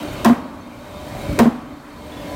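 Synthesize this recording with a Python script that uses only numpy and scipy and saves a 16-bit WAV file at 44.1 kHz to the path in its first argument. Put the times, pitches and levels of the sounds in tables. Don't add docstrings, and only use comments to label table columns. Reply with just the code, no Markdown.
import sys
import numpy as np
from scipy import signal
from scipy.io import wavfile
from scipy.ndimage import uniform_filter1d, minimum_filter1d

SR = 44100
rng = np.random.default_rng(int(sys.argv[2]) if len(sys.argv) > 2 else 0)


def invert_db(level):
    return 10 ** (np.asarray(level, dtype=float) / 20)


def unload_wav(signal):
    wavfile.write(
        sys.argv[1],
        SR,
        np.round(np.clip(np.atleast_2d(signal).T, -1, 1) * 32767).astype(np.int16),
    )


N = 103635

# pitch_hz, level_db (per Hz)
WASH_SPECTRUM = [(15, -37), (25, 4.5), (263, -2), (293, 0.5), (427, -8), (575, -6), (1290, -12.5),
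                 (4490, -24.5), (16000, -33.5)]
# pitch_hz, level_db, width_hz
MOTOR_TONES = [(134.3, -53.5, 4.3), (294.3, -36.5, 4), (591.5, -36, 37), (1000, -45.5, 8.2),
               (1447, -73, 2.7), (2154, -51.5, 12), (2400, -51, 180), (3133, -53, 62), (3623, -54, 16),
               (3886, -53.5, 12), (4370, -52.5, 19), (8200, -64, 11), (8900, -77, 40)]
# start_s, pitch_hz, level_db, t60_s (time to fade by 60 dB)
CLINKS = [(0.130, 6900, -40, .04), (0.608, 6250, -39, 0.086), (0.730, 2330, -34, 0.19),
          (1.280, 2276, -38.5, 0.55), (2.065, 8600, -41, .05), (2.120, 3440, -33.5, 0.11),
          (2.170, 3435, -37, 0.27), (2.215, 4900, -41, 0.08), (2.295, 3130, -39, 0.11)]
# middle_s, level_db, length_s
TICKS = [(0.032, -42, 0.0051), (0.136, -42, 0.0069), (1.086, -45, 0.014), (1.22, -45, .005),
         (1.331, -40, 0.0039), (2.050, -48, .004)]
# middle_s, level_db, pitch_hz, length_s
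PUFFS = [(1.268, -22, 70, .009), (1.297, -17, 85, .011), (1.296, -24, 330, .006), (1.312, -25, 60, .01),
         (1.331, -18, 150, .009), (1.365, -29, 120, .015), (0.240, -28, 300, .008)]
# start_s, duck_db (how far the microphone gain drops)
SLAMS = [
    (0.2492, -11.5),
    (1.389, -12),
]
# pitch_hz, level_db (per Hz)
HALL_SPECTRUM = [(24, -55), (40, -34), (140, -5.5), (243, -26), (392, -14.5), (790, -13), (1210, -19),
                 (8340, -41), (16000, -46.5)]
# pitch_hz, t60_s
EARLY_FADE = [(60, 0.17), (240, 0.51), (1000, 0.37), (4000, 0.21), (12000, 0.33)]
LATE_FADE = [(60, 0.32), (240, 0.56), (600, 1.3), (1100, 2.66), (1600, 1.7), (4000, 0.95), (12000, 0.59)]
# start_s, level_db, attack_s, hold_s, pitch_hz
BOOMS = [
    (0.25, 3, 0.021, 0.015, 230.6),
    (0.29, 5, 0.014, 0.022, 243),
    (1.395, 4.5, 0.023, 0.013, 235.5),
    (1.455, 0.5, .005, .004, 240),
    (1.464, 5, 0.011, 0.0089, 238.2),
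]
# start_s, level_db, softness_cut_hz, low_modes_extra_db
CONTACTS = [
    (0.2473, 4, 2460, -16),
    (0.2970, -3.5, 990, -18),
    (0.3330, -19, 1500, -6),
    (1.3840, -22.5, 450, 10),
    (1.3894, 4, 2570, 2.5),
    (1.4560, -6.5, 900, 1.5),
]
WALL_PITCHES = [355, 420, 490, 555, 630, 697, 790, 945, 1062, 1260, 1500, 1780, 1900, 2500]
# level_db, t60_s
WALL_MODES = [(-8, 0.075), (-8, 0.13), (-2, 0.22), (-15, 0.22), (-21.5, 0.2), (-9, 0.13), (-31, 0.28),
              (-10.5, 0.097), (-12.5, .13), (-15, 0.063), (3.5, 0.019), (-3, 0.017), (-17, 0.1), (-3, .05)]
# pitch_hz, level_db, t60_s
RIM_MODES = [(2700, -13, .004), (3900, -8, .004), (5600, -2, .0025), (7000, -7, .002), (8400, -3, .002),
             (11500, -9, .001), (13800, -4, .001)]
# start_s, level_db
SNAPS = [(0.24715, 12), (0.25015, 8), (0.2597, -8), (1.38990, 9), (1.39035, 9), (1.39265, 8), (1.3990, -11)]


def rms_one(x):
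    return x / np.sqrt(np.mean(x ** 2) + 1e-20)


def at_hz(points, hz):
    pitch, value = np.array(points).T
    return np.interp(np.log(hz), np.log(pitch), value)


def since(s):
    return np.maximum(np.arange(N) / SR - s, 0)


def dying(s, t60):
    return (since(s) > 0) * invert_db(-60 * since(s) / t60)


def drift(rate_hz):
    r = np.exp(-2 * np.pi * rate_hz * 40 / SR)
    chance = rng.standard_normal(N // 40 + 2002)
    slow = signal.lfilter([1], [1, -2 * r, r * r], chance)[2000:]
    return np.interp(np.arange(N) / 40, np.arange(len(slow)), rms_one(slow - slow.mean()))


def ring(push, hz, t60):
    r, w = invert_db(-60 / (t60 * SR)), 2 * np.pi * hz / SR
    return signal.lfilter([0, np.sin(w)], [1, -2 * r * np.cos(w), r * r], push + 1e-18)


def narrow_noise(hz, width_hz):
    return rms_one(ring(rng.standard_normal(N), hz, np.log(1000) / (np.pi * width_hz)))


def high_passed(x, order, cut_hz):
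    return signal.sosfilt(signal.butter(order, cut_hz, "high", fs=SR, output="sos"), x)


def bands(spectrum):
    edges = 25 * 2 ** np.arange(0, 9.5, 1 / 3)
    middles = np.sqrt(edges[1:] * edges[:-1])
    white = rng.standard_normal((2, N))
    parts = []
    for k, hz in enumerate(middles):
        band = signal.butter(2, edges[k:k + 2], "band", fs=SR, output="sos")
        parts.append(invert_db(at_hz(spectrum, hz)) * signal.sosfilt(band, white[k % 2]))
    parts = np.array(parts)
    return zip(middles, parts / np.sqrt(np.mean(parts.sum(0) ** 2)))


def click(s, db):
    return invert_db(db) * (np.arange(N) == int(s * SR))


def machinery():
    lumps = drift(5)
    wash = 0
    for hz, noise in bands(WASH_SPECTRUM):
        patchy_db = (hz < 3000) * 2.6 * drift(3.3)
        lumpy_db = (hz < 200) * 1.6 * lumps
        wash = wash + noise * invert_db(patchy_db + lumpy_db)
    tones = 0
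    for hz, db, width_hz in MOTOR_TONES:
        tones = tones + invert_db(db + 1.2 * drift(3.8)) * narrow_noise(hz, width_hz)
    return invert_db(-31) * wash + tones


def clinks():
    out = 0
    for s, hz, db, t60 in CLINKS:
        fade = uniform_filter1d(np.abs(dying(s, t60)), size=120)
        out = out + fade * invert_db(db) * np.sin(2 * np.pi * hz * since(s))
    return out


def ticks():
    bright = high_passed(rng.standard_normal(N), 2, 5000)
    t = np.arange(N) / SR
    return bright * sum(invert_db(db) * np.exp(-((t - s) / length) ** 2) for s, db, length in TICKS)


def puffs():
    rough = narrow_noise(210, 370)
    out = 0
    for s, db, hz, length in PUFFS:
        t = np.arange(N) / SR - s
        shape = invert_db(db) * np.exp(-(t / length) ** 2)
        out = out + shape * (0.23 * rough + np.sin(2 * np.pi * hz * t * (1 - 35 * t)))
    return out


def hall():
    def after_slams(t60):
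        return sum(dying(s + 0.00067, t60) for s, _ in SLAMS)

    def swell(t60):
        return 1 - sum(dying(s, t60) for s, _ in SLAMS)

    echo = 0
    for hz, noise in bands(HALL_SPECTRUM):
        early = invert_db(-6 * (150 < hz < 320)) * after_slams(at_hz(EARLY_FADE, hz))
        late = invert_db(-11) * after_slams(at_hz(LATE_FADE, hz))
        echo = echo + noise * (early + late)
    echo = invert_db(-9) * swell(0.013) * echo

    steel = invert_db(-27) * after_slams(1.65) * narrow_noise(1102, 62)

    boom_hz, width_hz = 240, 29
    tail = narrow_noise(boom_hz, width_hz)
    tail = tail + invert_db(-4) * np.sin(2 * np.pi * boom_hz * np.arange(N) / SR)
    tail = tail + 0.67 * narrow_noise(1.16 * boom_hz, width_hz)
    tail = invert_db(-16.5) * swell(0.096) * after_slams(1.725) * tail
    return steel + echo + tail


def booms():
    release_s, glide = 0.0062, -0.18
    out = 0
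    for s, db, attack, hold, hz in BOOMS:
        t = since(s)
        rise = np.sin(np.pi / 2 * np.minimum(t / attack, 1)) ** 2
        choke = np.exp(-since(s + attack + hold) / release_s)
        out = out + invert_db(db) * rise * choke * np.sin(2 * np.pi * hz * (t + glide * t * t))
    return out


def walls():
    chance_db = rng.normal(0, 1.1, (len(CONTACTS), len(WALL_MODES)))
    out = 0
    for (s, db, cut_hz, low_db), own_db in zip(CONTACTS, chance_db):
        hits = click(s, db) + click(s + 0.003, db - 3)
        push = signal.lfilter(*signal.butter(2, cut_hz, fs=SR), hits)
        for k, (hz, (mode_db, t60)) in enumerate(zip(WALL_PITCHES, WALL_MODES)):
            level_db = mode_db + own_db[k] + low_db * (400 < hz < 600)
            side = (-1) ** (k // 4)
            out = out + side * invert_db(level_db) * ring(push, hz, t60)
    return out


def cracks():
    snaps = sum(click(s, db) for s, db in SNAPS)
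    fade = sum(invert_db(db) * dying(s, 0.03) for s, db in SNAPS)
    splash = invert_db(-30) * fade * high_passed(rng.standard_normal(N), 2, 2500)
    rim = sum(invert_db(db) * ring(snaps, hz, t60) for hz, db, t60 in RIM_MODES)
    return splash - rim


def scene():
    background = machinery() + clinks() + ticks() + puffs()
    bucket = hall() + booms() + walls() + cracks()
    return (background + bucket)[None]


def top_cut(x):
    return signal.sosfilt(signal.butter(12, 16670, fs=SR, output="sos"), x)


def record(dry):
    duck_s, hold_s, recover_db_per_s = 0.05, 0.44, 22
    gain_db = 0
    for s, depth_db in SLAMS:
        drop_db = depth_db * (1 - np.exp(-since(s) / duck_s))
        gain_db = gain_db + np.minimum(drop_db + recover_db_per_s * since(s + hold_s), 0)
    x = high_passed(dry, 3, 44) * invert_db(gain_db)

    dip_hz, dip_width_hz = 10520, 400
    x = x - 0.42 * signal.lfilter(*signal.iirpeak(dip_hz, dip_hz / dip_width_hz, fs=SR), x)

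    ceiling, look_s = 0.7, 0.003
    size = int(look_s * SR)
    limit = minimum_filter1d(np.minimum(1, ceiling / (np.abs(x) + 1e-9)), size=size)
    x = x * uniform_filter1d(limit, size=size)
    return top_cut(signal.sosfilt(signal.cheby2(12, 60, 16900, fs=SR, output="sos"), x))


dry = scene()
out = record(dry)
unload_wav(out)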